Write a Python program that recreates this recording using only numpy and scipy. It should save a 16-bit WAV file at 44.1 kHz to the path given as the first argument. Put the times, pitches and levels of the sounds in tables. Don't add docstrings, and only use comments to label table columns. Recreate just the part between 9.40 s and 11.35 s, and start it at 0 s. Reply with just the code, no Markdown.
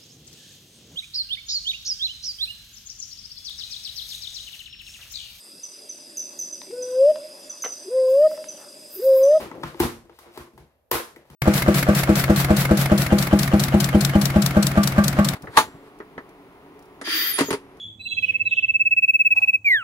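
import sys
import numpy as np
from scipy import signal
from scipy.fft import rfft, irfft, next_fast_len
from scipy.io import wavfile

SR = 44100
rng = np.random.default_rng(int(sys.argv[2]) if len(sys.argv) > 2 else 0)


def dump_mix(stems):
    frames = np.atleast_2d(stems).T
    limited = np.clip(frames, -1, 1)
    pcm = np.round(limited * 32767).astype(np.int16)
    wavfile.write(sys.argv[1], SR, pcm)


N = 85995
SIDES = np.array([[1], [-1]])


def amp(db):
    return 10 ** (np.asarray(db) / 20)


def unit_rms(x):
    return x / np.sqrt(np.mean(x ** 2) + 1e-20)


def unit_hit(x):
    return x / np.sqrt(np.sum(x ** 2) / (SR / 100) + 1e-20)


def along(points, hz):
    freqs, values = np.transpose(points)
    return np.interp(np.log(hz + 1), np.log(freqs + 1), values)


def eq(points):
    return lambda hz: amp(along(points, hz))


def hump(centre_hz, q):
    return lambda hz: 1 / (1 + (q * ((hz + 1) / centre_hz - centre_hz / (hz + 1))) ** 2)


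def filtered(x, response):
    n = x.shape[-1]
    padded = next_fast_len(n + 4096)
    return irfft(rfft(x, padded) * response(np.fft.rfftfreq(padded, 1 / SR)), padded)[..., :n]


def coloured(x, curve, size=2048):
    cepstrum = irfft(np.log(curve(np.fft.rfftfreq(size, 1 / SR)) + 1e-5))
    cepstrum[1:size // 2] *= 2
    cepstrum[size // 2 + 1:] = 0
    impulse = irfft(np.exp(rfft(cepstrum)))
    return signal.fftconvolve(np.atleast_2d(x), impulse[None], axes=1)[:, :x.shape[-1]]


def burst(envelope, curve):
    return unit_hit(coloured(envelope * rng.standard_normal(len(envelope)), curve))


def add(track, start_s, x):
    i = max(0, round(start_s * SR))
    track[:, i:i + x.shape[-1]] += x[..., :max(0, N - i)]


def from_left(x, lead_s=0.000137, tilt_db=2.07):
    return filtered(x, lambda hz: amp(tilt_db * SIDES) * np.exp(1j * np.pi * hz * lead_s * SIDES))


# frequency in Hz, left-right correlation.
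ROOM_LIKENESS = [(80, 0.85), (140, 0.87), (300, 0.27), (600, 0.46), (1200, 0), (2500, 0.097), (15000, 0)]

def diffuse_noise(n):
    def mid_side_gains(hz):
        angle = np.arccos(np.clip(along(ROOM_LIKENESS, hz), -1, 1)) / 2
        return np.array([np.cos(angle), np.sin(angle)])
    mid, side = filtered(rng.standard_normal((2, n)), mid_side_gains)
    return np.array([mid + side, mid - side])


# frequency in Hz, seconds to fall 60 dB.
ROOM_DECAY = [(60, 0.7), (160, 0.24), (420, 0.32), (1100, 0.35), (3000, 0.33), (8000, .37), (15500, 0.25)]
# frequency in Hz, gain in dB.
ROOM_EQ = [(50, 14.5), (140, -4.5), (330, -7.5), (700, -5), (2000, 2), (6000, 2), (13000, 0)]

def room_tail(build_s=0.028, wall_s=0.046, wall_spread_s=0.025):
    t = np.arange(SR // 2) / SR
    hz, frame_s, spectrum = signal.stft(diffuse_noise(len(t)), SR, nperseg=256)
    decay = amp(-60 * frame_s / along(ROOM_DECAY, hz)[:, None])
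    tail = signal.istft(spectrum * decay, SR, nperseg=256)[1][:, :len(t)]
    build = 1 - 0.62 * np.exp(-t / build_s)
    walls = 1 + 0.27 * np.exp(-((t - wall_s) / wall_spread_s) ** 2)
    tail = tail * build * walls
    return filtered(tail / np.linalg.norm(tail[0]), eq(ROOM_EQ))


def in_room(x, room_db):
    return from_left(x) + amp(room_db) * signal.fftconvolve(x, room_tail(), axes=1)[:, :x.shape[-1]]


# frequency in Hz, gain in dB.
RUB_EQ = [(40, -37), (130, -1), (300, 0.5), (550, -1.5), (900, -11), (3000, -66.5)]
RATTLE_EQ = [(200, -19.5), (600, 9), (1000, 3), (1500, -5.5), (2200, -5), (3200, -10.5), (6000, -23),
             (16000, -32)]
HISS_EQ = [(800, -33), (2200, 3), (4200, 4.5), (7500, -6), (11000, 2), (15000, -8), (16500, -18)]
# time in seconds, then rub, rattle and hiss levels in relative dB.
RUMMAGE_FADERS = [(0, -29.5, -31, -33), (.1, -44, -50, -92), (0.149, -33, -55, -75),
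                  (.215, -37, -45.5, -51.5), (0.278, -41, -40.5, -42.5), (.335, -42, -59, -58),
                  (.385, -47, -43.5, -48.5), (.55, -44, -68, -70), (.68, -66, -58, -73),
                  (.77, -71, -61.5, -54.5), (.86, -58, -46, -92), (.925, -67, -58.5, -54),
                  (0.967, -47, -42, -46.5), (1.03, -52, -50, -86), (1.121, -60, -67.5, -81.5),
                  (1.22, -50.5, -62.5, -71), (1.32, -70, -62.5, -82), (1.49, -84, -84.5, -94.5),
                  (1.79, -49, -53, -78), (1.879, -65, -60.5, -67.5), (1.95, -43.5, -49, -72)]

def rummage(grains_per_s=1500, spread_db=1.5):
    times, *faders = np.transpose(RUMMAGE_FADERS)
    out = np.zeros((1, N))
    for fader_db, tone in zip(faders, (RUB_EQ, RATTLE_EQ, HISS_EQ)):
        clicks = (rng.random(N) < grains_per_s / SR) * rng.choice([-1, 1], N)
        grains = clicks * amp(spread_db * rng.standard_normal(N))
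        level = amp(np.interp(np.arange(N) / SR, times, fader_db))
        out += unit_rms(coloured(grains, eq(tone))) * level
    return amp(-7.5) * in_room(out, room_db=-5)


# frequency in Hz, gain in dB.
ROOM_TONE_EQ = [(20, -32.5), (40, -8.5), (70, 13), (110, -1.5), (300, -8), (560, 3), (1000, -11),
                (3000, -23.5), (8000, -30.5), (13000, -17.5), (16000, -35.5)]

def room_tone(level_db=-68):
    return amp(level_db) * unit_rms(filtered(diffuse_noise(N), eq(ROOM_TONE_EQ)))


# pitch in Hz, relative level in dB, seconds to fall 60 dB.
BOX_MODES = [(148.3, 5.5, 0.24), (274.8, 8.5, 0.038), (336.6, 7, 0.15), (444.4, 15.5, 0.02),
             (780, -5, 0.09), (895, 13, 0.025), (1109, -5, 0.09), (1266, 8, 0.021), (1648, -4.5, 0.014),
             (1990, 6, 0.046)]

def box_strike(t, envelope, curve, noise_db):
    modes = sum(rng.choice([-1, 1]) * amp(db + rng.normal() - 60 * t / t60) * np.sin(2 * np.pi * hz * t)
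                for hz, db, t60 in BOX_MODES)
    knock = unit_hit(coloured(modes, curve))
    return unit_hit(knock + amp(noise_db) * burst(envelope, curve))


# pitch in Hz, relative level in dB, seconds to fall 60 dB.
ROOM_MODES = [(236.2, -16, 0.42), (349.2, -4.5, 0.34), (470.4, -11.5, 0.34), (740, -19, .3),
              (876, -14.5, 0.24), (1040, -17, .36), (1063, -17, 0.29), (1364, -14, 0.21), (1716, -15, .31),
              (2180, -24.5, 0.19), (2190, -17, 0.19)]

def room_ring(t, rise_s=0.0041, spread_hz=3300):
    ring = 0
    for hz, db, t60 in ROOM_MODES:
        phase = 2 * np.pi * (hz * t + rng.random()) + SIDES / 2 * hz / spread_hz
        ring += amp(db - 60 * t / t60) * np.sin(phase)
    return ring * (1 - np.exp(-t / rise_s))


# pitch in Hz, relative level in dB.
THUMP_MODES = [(52, -5.5), (74, -3.5), (130, -4)]

def thump(t, swell_s=0.014, spread_hz=390):
    swell = (t / swell_s) ** 2 * np.exp(-t / swell_s)
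    lows = sum(amp(db) * np.sin(2 * np.pi * (hz * t + rng.random()) + SIDES * (hz / spread_hz) ** 2)
               for hz, db in THUMP_MODES)
    return swell / swell.max() * lows


def impact_envelope(t, scatter_s, attack_s=0.00072):
    return (1 - np.exp(-t / attack_s)) * np.exp(-t / scatter_s)


# frequency in Hz, relative gain in dB.
CLACK_SHELF = [(500, -28.5), (1500, 0.5), (2100, -1), (3100, -5), (6000, -14.5), (16000, -43.5)]

def clack_tone(centre_hz, shelf_db=-14.5):
    return lambda hz: hump(centre_hz, q=2.2)(hz) + amp(shelf_db) * eq(CLACK_SHELF)(hz)


# frequency in Hz, gain in dB.
TICK_EQ = [(500, -35.5), (2000, -2.5), (4000, -1.5), (5800, -4), (7600, -6.5), (10000, -2), (12000, 2),
           (15000, -10), (16500, 1)]
# start in seconds, thump level in dB, body level in dB, body centre in Hz, clack
# level in dB, clack centre in Hz, tick level in dB, scatter in seconds, room send in dB.
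CONTACT_CUES = [ (0.002, -45.5, -46, 282, -42, 950, -46, 0.02, 7.5),
                (0.041, -58, -35.5, 330, -47, 870, -64, 0.018, -3.5),
                (0.058, -79, -43, 340, -44.5, 1080, -73, 0.0021, -4.5),
                (0.114, -59, -39, 294, -37.5, 1090, -61, 0.0011, -6.5),
                (0.151, -54, -43.5, 491, -59, 1100, -60, 0.0063, 1.5),
                (0.179, -61, -41, 276, -77, 690, -74, 0.015, -14),
                (0.235, -41.5, -30, 217, -29, 1120, -45, 0.0035, -3),
                (0.345, -56.5, -39, 300, -45, 1010, -70, 0.00082, -6),
                (0.401, -27, -16.5, 264, -24.5, 866, -26, 0.0036, 3),
                (0.434, -40, -29, 342, -31, 1128, -41, 0.0014, -1),
                (0.653, -81.5, -51, 393, -67.5, 900, -69, 0.0032, -6),
                (0.695, -69.5, -48.5, 430, -52, 930, -69, 0.0036, -1),
                (0.788, -63, -54, 357, -50, 1020, -47.5, 0.0055, 0),
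                (0.858, -60, -50, 324, -57.5, 980, -73, .012, 8.5),
                (0.974, -45, -36, 340, -40, 1040, -43, 0.0045, 0),
                (1.073, -78, -53, 360, -53, 1040, -77, 0.0085, -18),
                (1.134, -53.5, -55.5, 246, -85, 910, -71, 0.0034, 8),
                (1.177, -49.5, -48.5, 348, -49.5, 847, -55, 0.0072, -1.5),
                (1.200, -69, -50, 183, -81, 930, -67, 0.0053, -2),
                (1.514, -34.5, -25, 430, -26, 978, -27, 0.0021, 6),
                (1.553, -47.5, -27, 420, -31, 1340, -32, 0.0024, -0.5),
                (1.600, -66, -35, 487, -46, 980, -39, 0.0045, -9),
                (1.761, -69, -63, 362, -49, 1890, -55, 0.0037, -7.5),
                (1.767, -66, -45, 440, -64, 1110, -57.5, 0.018, -7.5),
                (1.854, -60.5, -68, 343, -71, 880, -71, 0.0042, 7),
                (1.9, -49, -46.5, 185, -54.5, 1080, -53.5, 0.0041, 2.5)]

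def contacts():
    out, t = np.zeros((2, N)), np.arange(SR // 2) / SR
    early = t[:SR // 10]
    for cue in CONTACT_CUES:
        start_s, thump_db, body_db, body_hz, clack_db, clack_hz, tick_db, scatter_s, send_db = cue
        body_eq, clack_eq, tick_eq = hump(body_hz, q=1.36), clack_tone(clack_hz), eq(TICK_EQ)
        envelope = impact_envelope(early, scatter_s)
        body = amp(body_db) * box_strike(early, envelope, body_eq, noise_db=-10.5)
        clack = amp(clack_db) * box_strike(early, envelope, clack_eq, noise_db=-3.5)
        tick = amp(tick_db) * burst(envelope, tick_eq)
        add(out, start_s, from_left(body + clack + tick))

        layers = (body_db, body_eq), (clack_db, clack_eq), (tick_db, tick_eq)
        hit_eq = lambda hz: np.sqrt(sum((amp(db) * unit_rms(curve(hz))) ** 2 for db, curve in layers))
        ring_eq = lambda hz: amp(body_db) * body_eq(hz) + amp(clack_db) * clack_eq(hz)
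        reverb = np.sqrt(SR / 100) * coloured(room_tail(), hit_eq)
        ring = amp(2) * coloured(room_ring(t), ring_eq)
        add(out, start_s, amp(send_db) * (reverb + ring) + amp(thump_db) * thump(t))
    return out


# start in seconds, length in seconds, rattle and tick levels in dB.
SLIDE_CUES = [(0.231, 0.0047, -39.5, -69), (0.393, .009, -36.5, -40), (1.510, 0.011, -44, -31)]

def slides():
    out, t = np.zeros((2, N)), np.arange(SR // 4) / SR
    for start_s, length_s, rattle_db, tick_db in SLIDE_CUES:
        rise = np.sqrt(t / length_s) * (t < length_s)
        scrape = amp(rattle_db) * burst(rise, eq(RATTLE_EQ)) + amp(tick_db) * burst(rise, eq(TICK_EQ))
        add(out, start_s, in_room(scrape, room_db=-15))
    return out


# frequency in Hz, gain in dB.
METAL_EQ = [(3000, -37.5), (7500, -20), (10000, 0.5), (13000, 5.5), (15000, 5), (16500, -10)]
# start in seconds, level in dB, scatter in seconds.
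CLINK_CUES = [(0.3994, -33.5, .003), (1.5126, -25, 0.0039)]

def clinks():
    out, t = np.zeros((2, N)), np.arange(SR // 10) / SR
    for start_s, db, scatter_s in CLINK_CUES:
        clink = burst(impact_envelope(t, scatter_s), eq(METAL_EQ))
        reverb = np.sqrt(2) * unit_hit(coloured(room_tail(), eq(METAL_EQ)))
        add(out, start_s, amp(db) * from_left(clink))
        add(out, start_s, amp(db) * reverb)
    return out


def scene():
    return contacts() + clinks() + slides() + rummage() + room_tone()


def record(dry):
    low_hz, top_hz = 42.1, 16050
    low_cut = filtered(dry, lambda hz: hz ** 3 / np.sqrt(hz ** 6 + low_hz ** 6))
    return filtered(low_cut, lambda hz: np.clip((top_hz - hz) / 600 + .5, 0, 1) ** 2)


dry = scene()
out = record(dry)
dump_mix(out)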